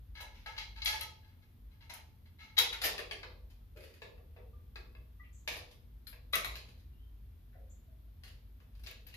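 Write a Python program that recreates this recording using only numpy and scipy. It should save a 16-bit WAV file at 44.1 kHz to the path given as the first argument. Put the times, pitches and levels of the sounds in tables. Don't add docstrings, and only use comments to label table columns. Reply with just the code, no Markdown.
import sys
import numpy as np
from scipy import signal
from scipy.fft import rfft, irfft, next_fast_len
from scipy.io import wavfile

SR = 44100
rng = np.random.default_rng(int(sys.argv[2]) if len(sys.argv) > 2 else 0)


def wav_record(signal):
    frames = np.transpose(np.atleast_2d(signal))
    bounded = np.clip(frames, -1, 1)
    quanta = np.round(bounded * 32767).astype(np.int16)
    wavfile.write(sys.argv[1], SR, quanta)


N = 403956

# frequency in Hz, dB added on the left and taken off the right.
LEFT_LEAN = [(500, 1.5), (2000, 2), (5000, 5), (11000, 12.5)]


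def rail():
    taps = [(.204, -14.5, 16, -3, 0.5, 0.018), (.34, -19.5, 0, -9, -18, 0.15),
            (.461, -16, 12.5, 2.5, -10, 0.013), (.565, -12, 8.5, -3, -19, 0.019),
            (.577, -1.5, 1.5, 0.5, -19, 0.032), (.819, -6, -9, 5, -22, 0.014),
            (.851, -15, -10, -3, 6, .0024), (.858, 8, 1, 1, -9, 0.011), (.869, 1, 14.5, 3, -4, 0.035),
            (.922, -10.5, 4, 5.5, -26, 0.041), (1.01, -3.5, 7, -1, -6.5, 0.015),
            (1.895, -10, 9.5, -4.5, -9.5, 0.023), (1.937, -18.5, 15, -15, 4, 0.0059),
            (1.948, -24, 13, -3, -2, 0.0086)]
    scratches = [(.146, -13.5, 0.12), (.461, -13.5, 0.068), (.756, -16.5, 0.055), (1.22, -31.5, 0.14),
                 (1.417, -37, 0.03), (1.71, -37, .04), (1.804, -26, 0.06), (2.255, -35, 0.018),
                 (2.384, -18, 0.12)]
    modes = [(880, 5.5, 0.12), (905, -3, .06), (1295, -1, .07), (1682, -1.5, 0.08), (2165, 4.5, 0.05),
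             (2660, -4, 0.05), (2860, -5, 0.05), (3275, -0.5, 0.06), (4030, -5, .04), (4075, 0, 0.08),
             (4320, -7, 0.04), (4785, 0.5, .05), (6030, -8, .08), (11400, 0, .02)]
    radiation = [(450, -14), (800, -5), (1100, -7), (2500, -5), (4200, -4), (6000, 1), (9000, -3.5)]
    touches = blows(taps, bass_db=-22.0, middle_db=-3.5, bass_share=0.71, middle_share=0.5)
    touches += slides(scratches, bass_db=-11.5, middle_db=9, treble_db=-15.0, ring_db=0.5)
    return contacts(touches, modes, radiation, level_db=-4.0, modes_db=-16.0, rattle=0.0037,
                    clatter_t60=0.018, grit=0.5, slips_per_s=1700, room_db=3.0)


def bracket():
    clanks = [(2.568, -15, -26.5, 9.5, -13.5, 0.016), (2.579, 7, 0.5, 0, -14.5, .011),
              (2.585, 7, 1.5, 0.5, -6, .009), (2.597, -0.5, 5, -3, -8, .016),
              (2.727, -8.5, -3.5, -2.5, -12, 0.012)]
    modes = [(500, -4, .1), (900, -2.5, 0.1), (1320, -7, 0.06), (2000, -3, .09), (2190, -2, 0.07),
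             (3275, 1, 0.08), (3670, -6, .09), (3917, 8, 0.07), (4290, -8, 0.08), (4660, -2.5, .05),
             (5400, -2, 0.11), (6330, -2, .06), (6778, 2, .1), (11420, 4, .06)]
    radiation = [(450, -6), (900, -2), (4000, -2), (9000, 1)]
    touches = blows(clanks, bass_db=-9.0, middle_db=6.0, bass_share=0.49, middle_share=0.94)
    return contacts(touches, modes, radiation, level_db=-1.5, modes_db=-13.5, rattle=0.0016,
                    clatter_t60=0.066, grit=0.93, slips_per_s=2500, room_db=1.5)


def tube():
    knocks = [(2.838, 3, 1, -17, -20, 0.0076), (2.849, -1.5, 0, -11, -7.5, 0.013),
              (2.98, -12, -7, 2, -15, 0.0039), (2.991, -17, 2, -1, -15, 0.0053),
              (3.111, -9.5, -4.5, 1, -21, 0.0029), (3.232, -15.5, 0, -0.5, -34, 0.0019),
              (3.757, -29, -3, -4.5, -7.5, 0.037), (3.82, -24, -14, -3, -11, 0.15),
              (4.019, -20, -1, 0, -22.5, 0.011), (4.178, -50, -2.5, 8.5, -16, 0.004),
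              (4.364, -41, 7, 1, -29, 0.012), (4.758, -23, -4.5, 5.5, -17, 0.004),
              (4.951, -40, -12, 11.5, -39, 0.0022), (5.476, -4.5, 0.5, -2, -14.5, 0.0039),
              (6.129, -34, -6.5, 7.5, -27, .003), (8.602, -39.5, -6.5, -0.5, -14, 0.0039),
              (8.795, -40.5, -15, 0, 0.5, 0.0018), (8.863, -17, -22, 0, -23, .002),
              (8.912, -28.5, -22, 10, -15, .0015), (8.923, -38.5, -26, 4, -21, 0.0053)]
    scrapes = [(.923, -10.5, 0.037), (2.813, -4, 0.021), (2.828, -8, 0.024), (3.5, -33.5, 0.017),
               (5.51, -12, 0.084), (5.711, -28, 0.014), (6.07, -21, 0.0044), (6.5, -15, 0.16),
               (6.681, -30, 0.02), (8.23, -20, 0.087), (8.713, -35, 0.22), (8.83, -23.5, 0.033),
               (8.871, -15.5, 0.0053), (9.064, -24, 0.022), (9.14, -22, 0.016)]
    modes = [(496.2, -1.5, 0.22), (634, 0, 0.037), (1148, 2.5, 0.1), (1684, 8, 0.041), (2136, -1, 0.093),
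             (2360, -20, 0.073), (2576, 9, 0.044), (3360, -11, 0.074), (3990, -2, 0.027),
             (4805, 8.5, 0.021)]
    radiation = [(330, -6.5), (500, 0.5), (650, 0), (860, -0.5), (1150, 1), (1450, 2), (1750, 3.5),
                 (4000, -2), (4900, 0.5), (5700, -1), (6600, 2), (9000, 4)]
    touches = blows(knocks, bass_db=-0.5, middle_db=-1.5, bass_share=0.56, middle_share=0.32)
    touches += slides(scrapes, bass_db=-2, middle_db=-3.5, treble_db=-12.5, ring_db=-6.0)
    return contacts(touches, modes, radiation, level_db=1.5, modes_db=-22.0, rattle=0.021,
                    clatter_t60=0.017, grit=1.0, slips_per_s=870, room_db=2.5)


def collar():
    clacks = [(6.326, -22, -24, 4, 12, 0.013), (6.3325, -3.5, -2, 9, -8, 0.0056),
              (6.341, -5.5, -3.5, 5, -4, 0.0034), (6.353, -2, 2, -10, -2.5, 0.0063),
              (6.446, -7.5, -1, 1.5, -3, 0.002)]
    modes = [(1225, 5.5, 0.058), (1978, 5.5, 0.18), (2200, 3.5, 0.065), (2504, 5.5, 0.049),
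             (3360, 5, 0.097), (3820, 5.5, 0.065), (4940, -1, 0.103), (6850, -9, .11), (11000, -21, .06)]
    radiation = [(330, 0.5), (500, -1), (660, 4.5), (880, -11.5), (1200, 7.5), (1600, -7.5), (2200, -1.5),
                 (4000, -4.5), (9000, -0.5)]
    touches = blows(clacks, bass_db=-4.0, middle_db=8.0, bass_share=0.47, middle_share=0.05)
    return contacts(touches, modes, radiation, level_db=0.5, modes_db=-25, rattle=0.015,
                    clatter_t60=0.018, grit=0.96, slips_per_s=2200, room_db=1.34)


def blows(table, bass_db, middle_db, bass_share, middle_share):
    # start in seconds, strength in dB, weight (a blunt contact's low end) in dB, ring (clear
    # modes over clatter) in dB, edge (a sharp corner's treble) in dB, drag in seconds.
    touches = []
    for start, db, weight_db, ring_db, edge_db, drag in table:
        bass = bass_db - bass_share * db + weight_db
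        middle = middle_db - middle_share * db + weight_db / 2
        touches.append((start, db, bass, middle, edge_db, ring_db, drag))
    return touches


def slides(table, bass_db, middle_db, treble_db, ring_db):
    return [(start, db, bass_db, middle_db, treble_db, ring_db, drag) for start, db, drag in table]


def contacts(touches, modes, radiation, level_db, modes_db, rattle, clatter_t60, grit, slips_per_s,
             room_db):
    # frequency in Hz, dB gained ahead and lost sideways.
    beaming = [(500, 1.5), (900, 1), (2000, 2.5), (4000, 5.5)]
    # frequency in Hz, gain in dB.
    common_colour = [(60, -28.5), (150, -1), (250, -9), (350, -0.5), (500, 2), (750, -2.5), (1500, -4),
                     (2300, 1), (4200, 2), (5500, -2), (7000, -5.5), (8200, -15), (9500, -3), (12000, -0.5),
                     (14500, -6)]
    band_centres_hz = [480, 1500, 4200, 11000]
    grip_t60, grip_detune = 0.15, 0.002
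    spot_db, onset_share = 2, 0.07
    track, t = np.zeros((2, N)), np.arange(SR // 3) / SR
    mode_hz, mode_db, t60 = np.transpose(modes)[:, :, None]
    t60 = np.minimum(t60, grip_t60)
    beam = amp(along(beaming, mode_hz))
    for start, db, bass_db, middle_db, treble_db, ring_db, drag in touches:
        slips = rng.standard_normal(len(t)) * np.exp(grit * rng.standard_normal(len(t)))
        slips *= rng.random(len(t)) < slips_per_s / SR
        slips *= 10 ** (-t / max(drag, .001))
        slips *= 1 - np.exp(-t / (onset_share * drag))
        slips[0] += 5 * np.exp(-drag / 0.0083)
        slips /= np.linalg.norm(slips)
        pitch = mode_hz * (1 + grip_detune * rng.standard_normal(t60.shape))
        phase_step = np.sqrt(2 * np.pi * rattle * mode_hz / SR)
        smear = phase_step * np.cumsum(rng.standard_normal((len(modes), len(t))), axis=1)
        tones = fade(t, t60) * np.sin(2 * np.pi * pitch * t + smear)
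        rings = signal.fftconvolve(slips[None], tones, axes=1)[:, :len(t)]
        strengths = amp(modes_db + ring_db + mode_db + spot_db * rng.standard_normal(t60.shape))
        rings = strengths * rings / np.linalg.norm(rings, axis=1, keepdims=True)
        energy = np.abs(signal.fftconvolve(slips ** 2, fade(t, clatter_t60) ** 2)[:len(t)])
        clatter = rng.standard_normal(len(t)) * np.sqrt(energy / energy.sum())
        clatter = causal(clatter, lambda hz: along(radiation, hz))
        hardness = list(zip(band_centres_hz, [bass_db, middle_db, 0, treble_db]))
        colour = lambda hz: along(hardness, hz) + along(common_colour, hz)
        straight = causal(clatter + np.sum(rings * beam, axis=0), colour)
        spill = causal(clatter + np.sum(rings / beam, axis=0), colour)
        add(track, start, amp(db + level_db) * garage(straight, spill, room_db))
    return track


def snaps():
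    # start in seconds, centre in Hz, half-width in Hz, strength in dB, t60 in seconds.
    clicks = [(0.848, 11000, 2200, -29, 0.023), (.996, 11500, 2000, -43, 0.015),
              (1.01, 11200, 2230, -31, 0.019), (1.034, 11400, 2000, -33, .012),
              (1.939, 11000, 2000, -39.5, 0.038), (2.5865, 12400, 1204, -19.5, 0.033),
              (2.731, 11500, 2220, -40, .015), (2.842, 12900, 1520, -26.5, 0.13),
              (2.99, 1820, 450, -35, 0.039), (3.231, 1830, 450, -43, .06), (6.069, 4150, 130, -45.5, 0.095),
              (6.073, 11650, 1070, -45.5, 0.24), (6.356, 13600, 2370, -17.5, 0.018),
              (6.446, 1550, 500, -37, 0.034), (6.448, 12200, 2000, -40, .06),
              (8.836, 12500, 1800, -49, .02), (8.871, 4500, 1100, -43, 0.014),
              (8.912, 12300, 1500, -42.5, .02), (9.07, 12800, 890, -41.5, 0.032)]
    track, t = np.zeros((2, N)), np.arange(SR // 10) / SR
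    for start, hz, width_hz, db, t60 in clicks:
        click = amp(db) * fade(t, t60) * narrow(len(t), hz, width_hz)
        balance = amp([[0], [-along(LEFT_LEAN, hz)]])
        add(track, start, balance * garage(click, click, room_db=-10))
    return track


def squeaks(rise_s=0.0069):
    # start in seconds, centre in Hz, half-width in Hz, strength in dB, length in seconds.
    rubs = [(3.749, 485, 133, -53, 0.082), (4.531, 1169, 15, -53, 0.022), (5.195, 1203, 51, -53.5, 0.012),
            (5.196, 1948, 27, -49, 0.013), (5.233, 2420, 620, -60, 0.03), (5.326, 7040, 930, -65, 0.074),
            (6.927, 2850, 90, -73, 0.033), (6.977, 3120, 63, -78, 0.086), (7.162, 3110, 70, -95, .1),
            (7.524, 1750, 650, -69, 0.042), (7.543, 567, 185, -58, 0.046), (7.696, 6950, 670, -61, 0.031),
            (7.876, 650, 29, -66.5, 0.048), (9.115, 2630, 260, -58, 0.067)]
    track, t = np.zeros((2, N)), np.arange(SR // 3) / SR
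    for start, hz, width_hz, db, length in rubs:
        swell = (1 - np.exp(-t / rise_s)) * np.exp(-(t / length) ** 2)
        rub = amp(db) * swell * narrow(len(t), hz, width_hz)
        add(track, start, garage(rub, rub, room_db=-1))
    return track


def garage(sound, spill, room_db, build_s=0.0012, right_lag_s=0.000095):
    # frequency in Hz, t60 in seconds.
    wall_decay = [(200, 0.94), (500, 0.66), (1500, 0.35), (4000, 0.43), (8000, 0.33), (14000, 0.18)]
    # frequency in Hz, gain in dB.
    straight_path = [(300, -23.5), (600, -8), (1500, -4.5), (4000, -5.5), (12000, -15.5)]
    hz, t, spectra = signal.stft(diffuse(SR // 2), SR, nperseg=256)
    decay = fade(t, along(wall_decay, hz)[:, None]) * (1 - np.exp(-t / build_s))
    decay /= np.sqrt(np.sum(decay ** 2, axis=1, keepdims=True) * t[1] * SR)
    tail = signal.istft(spectra * decay, SR, nperseg=256)[1]
    pair = amp(room_db) * signal.fftconvolve(spill[None], tail, axes=1)
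    left = causal(sound, lambda f: along(straight_path, f) + along(LEFT_LEAN, f))
    right = causal(sound, lambda f: along(straight_path, f) - along(LEFT_LEAN, f))
    pair[0, :len(sound)] += left
    pair[1, :len(sound)] += filtered(right, lambda f: np.exp(-2j * np.pi * f * right_lag_s))
    return pair


def hum(swell_share=0.93):
    # centre in Hz, half-width in Hz, relative level in dB.
    bands = [(27.4, 3.1, -79), (40, 1.1, -65), (54, 7, -57), (78.2, 7.8, -61.5), (95.1, 8.7, -67.5),
             (122.7, 2.2, -72.5), (239.8, 3.5, -84.5)]
    # time in seconds, level in dB (only its swing about the mean counts).
    outline = [(0.0, -61.5), (0.12, -50.5), (0.2, -58.5), (0.92, -52), (1.35, -79), (1.68, -51),
               (1.81, -66), (2.6, -64), (2.73, -51), (3.21, -63.5), (3.39, -51.5), (3.9, -67), (4.738, -51),
               (5.81, -63), (6.33, -52), (8.62, -59), (8.75, -51.5), (9.16, -59.5)]
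    times, db = np.transpose(outline)
    swell = amp(swell_share * np.interp(np.arange(N) / SR, times, db - np.mean(db)))
    strongest = np.argmax(np.array(bands)[:, 2])
    drone = sum(amp(level) * narrow(N, hz, width) * (swell if k == strongest else 1)
                for k, (hz, width, level) in enumerate(bands))
    return drone * amp([[.4], [-.4]])


def air(level_db=-64):
    # frequency in Hz, relative spectral density in dB.
    spectrum = [(50, -33.5), (85, -8.5), (149, -20), (245, -23.5), (370, -32.5), (480, -34), (535, -38),
                (2430, -44.5), (3020, -45.5), (3370, -43.5), (8010, -58), (13800, -40), (15000, -57)]
    return amp(level_db) * unit(filtered(diffuse(N), lambda hz: amp(along(spectrum, hz))))


def diffuse(n):
    # frequency in Hz, correlation of left and right.
    likeness = [(60, 0.76), (130, 0.63), (290, 0.79), (640, 0.32), (1400, -0.064), (3000, 0.13),
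                (15000, -0.044)]
    angle = lambda hz: np.arccos(np.clip(along(likeness, hz), -1, 1)) / 2
    mid_side_gains = lambda hz: np.array([np.cos(angle(hz)), np.sin(angle(hz))])
    mid, side = filtered(rng.standard_normal((2, n)), mid_side_gains)
    return np.array([mid + side, mid - side])


def narrow(n, centre_hz, width_hz):
    return unit(filtered(rng.standard_normal(n), lambda hz: 1 / (1 + ((hz - centre_hz) / width_hz) ** 4)))


def fade(t, t60):
    return amp(-60 * t / t60)


def amp(db):
    return 10 ** (np.asarray(db) / 20)


def unit(x):
    return x / np.sqrt(np.mean(x ** 2) + 1e-20)


def along(points, hz):
    point_hz, values = np.transpose(points)
    return np.interp(np.log(hz + 1), np.log(point_hz), values)


def filtered(x, response):
    n = x.shape[-1]
    size = next_fast_len(n + SR // 10)
    return irfft(rfft(x, size) * response(np.fft.rfftfreq(size, 1 / SR)), size)[..., :n]


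def causal(x, db_of, size=2048):
    cepstrum = irfft(np.log(amp(db_of(np.fft.rfftfreq(size, 1 / SR)))))
    cepstrum[1:size // 2] *= 2
    cepstrum[size // 2 + 1:] = 0
    return signal.fftconvolve(x, irfft(np.exp(rfft(cepstrum))))[:len(x)]


def add(track, start_s, sound):
    start = max(round(start_s * SR), 0)
    track[:, start:start + sound.shape[-1]] += sound[:, :N - start]


def scene():
    return rail() + bracket() + tube() + collar() + snaps() + squeaks() + hum() + air()


def record(dry, top_hz=14950):
    return filtered(dry, lambda hz: 1 / (1 + (hz / top_hz) ** 120))


dry = scene()
out = record(dry)
wav_record(out)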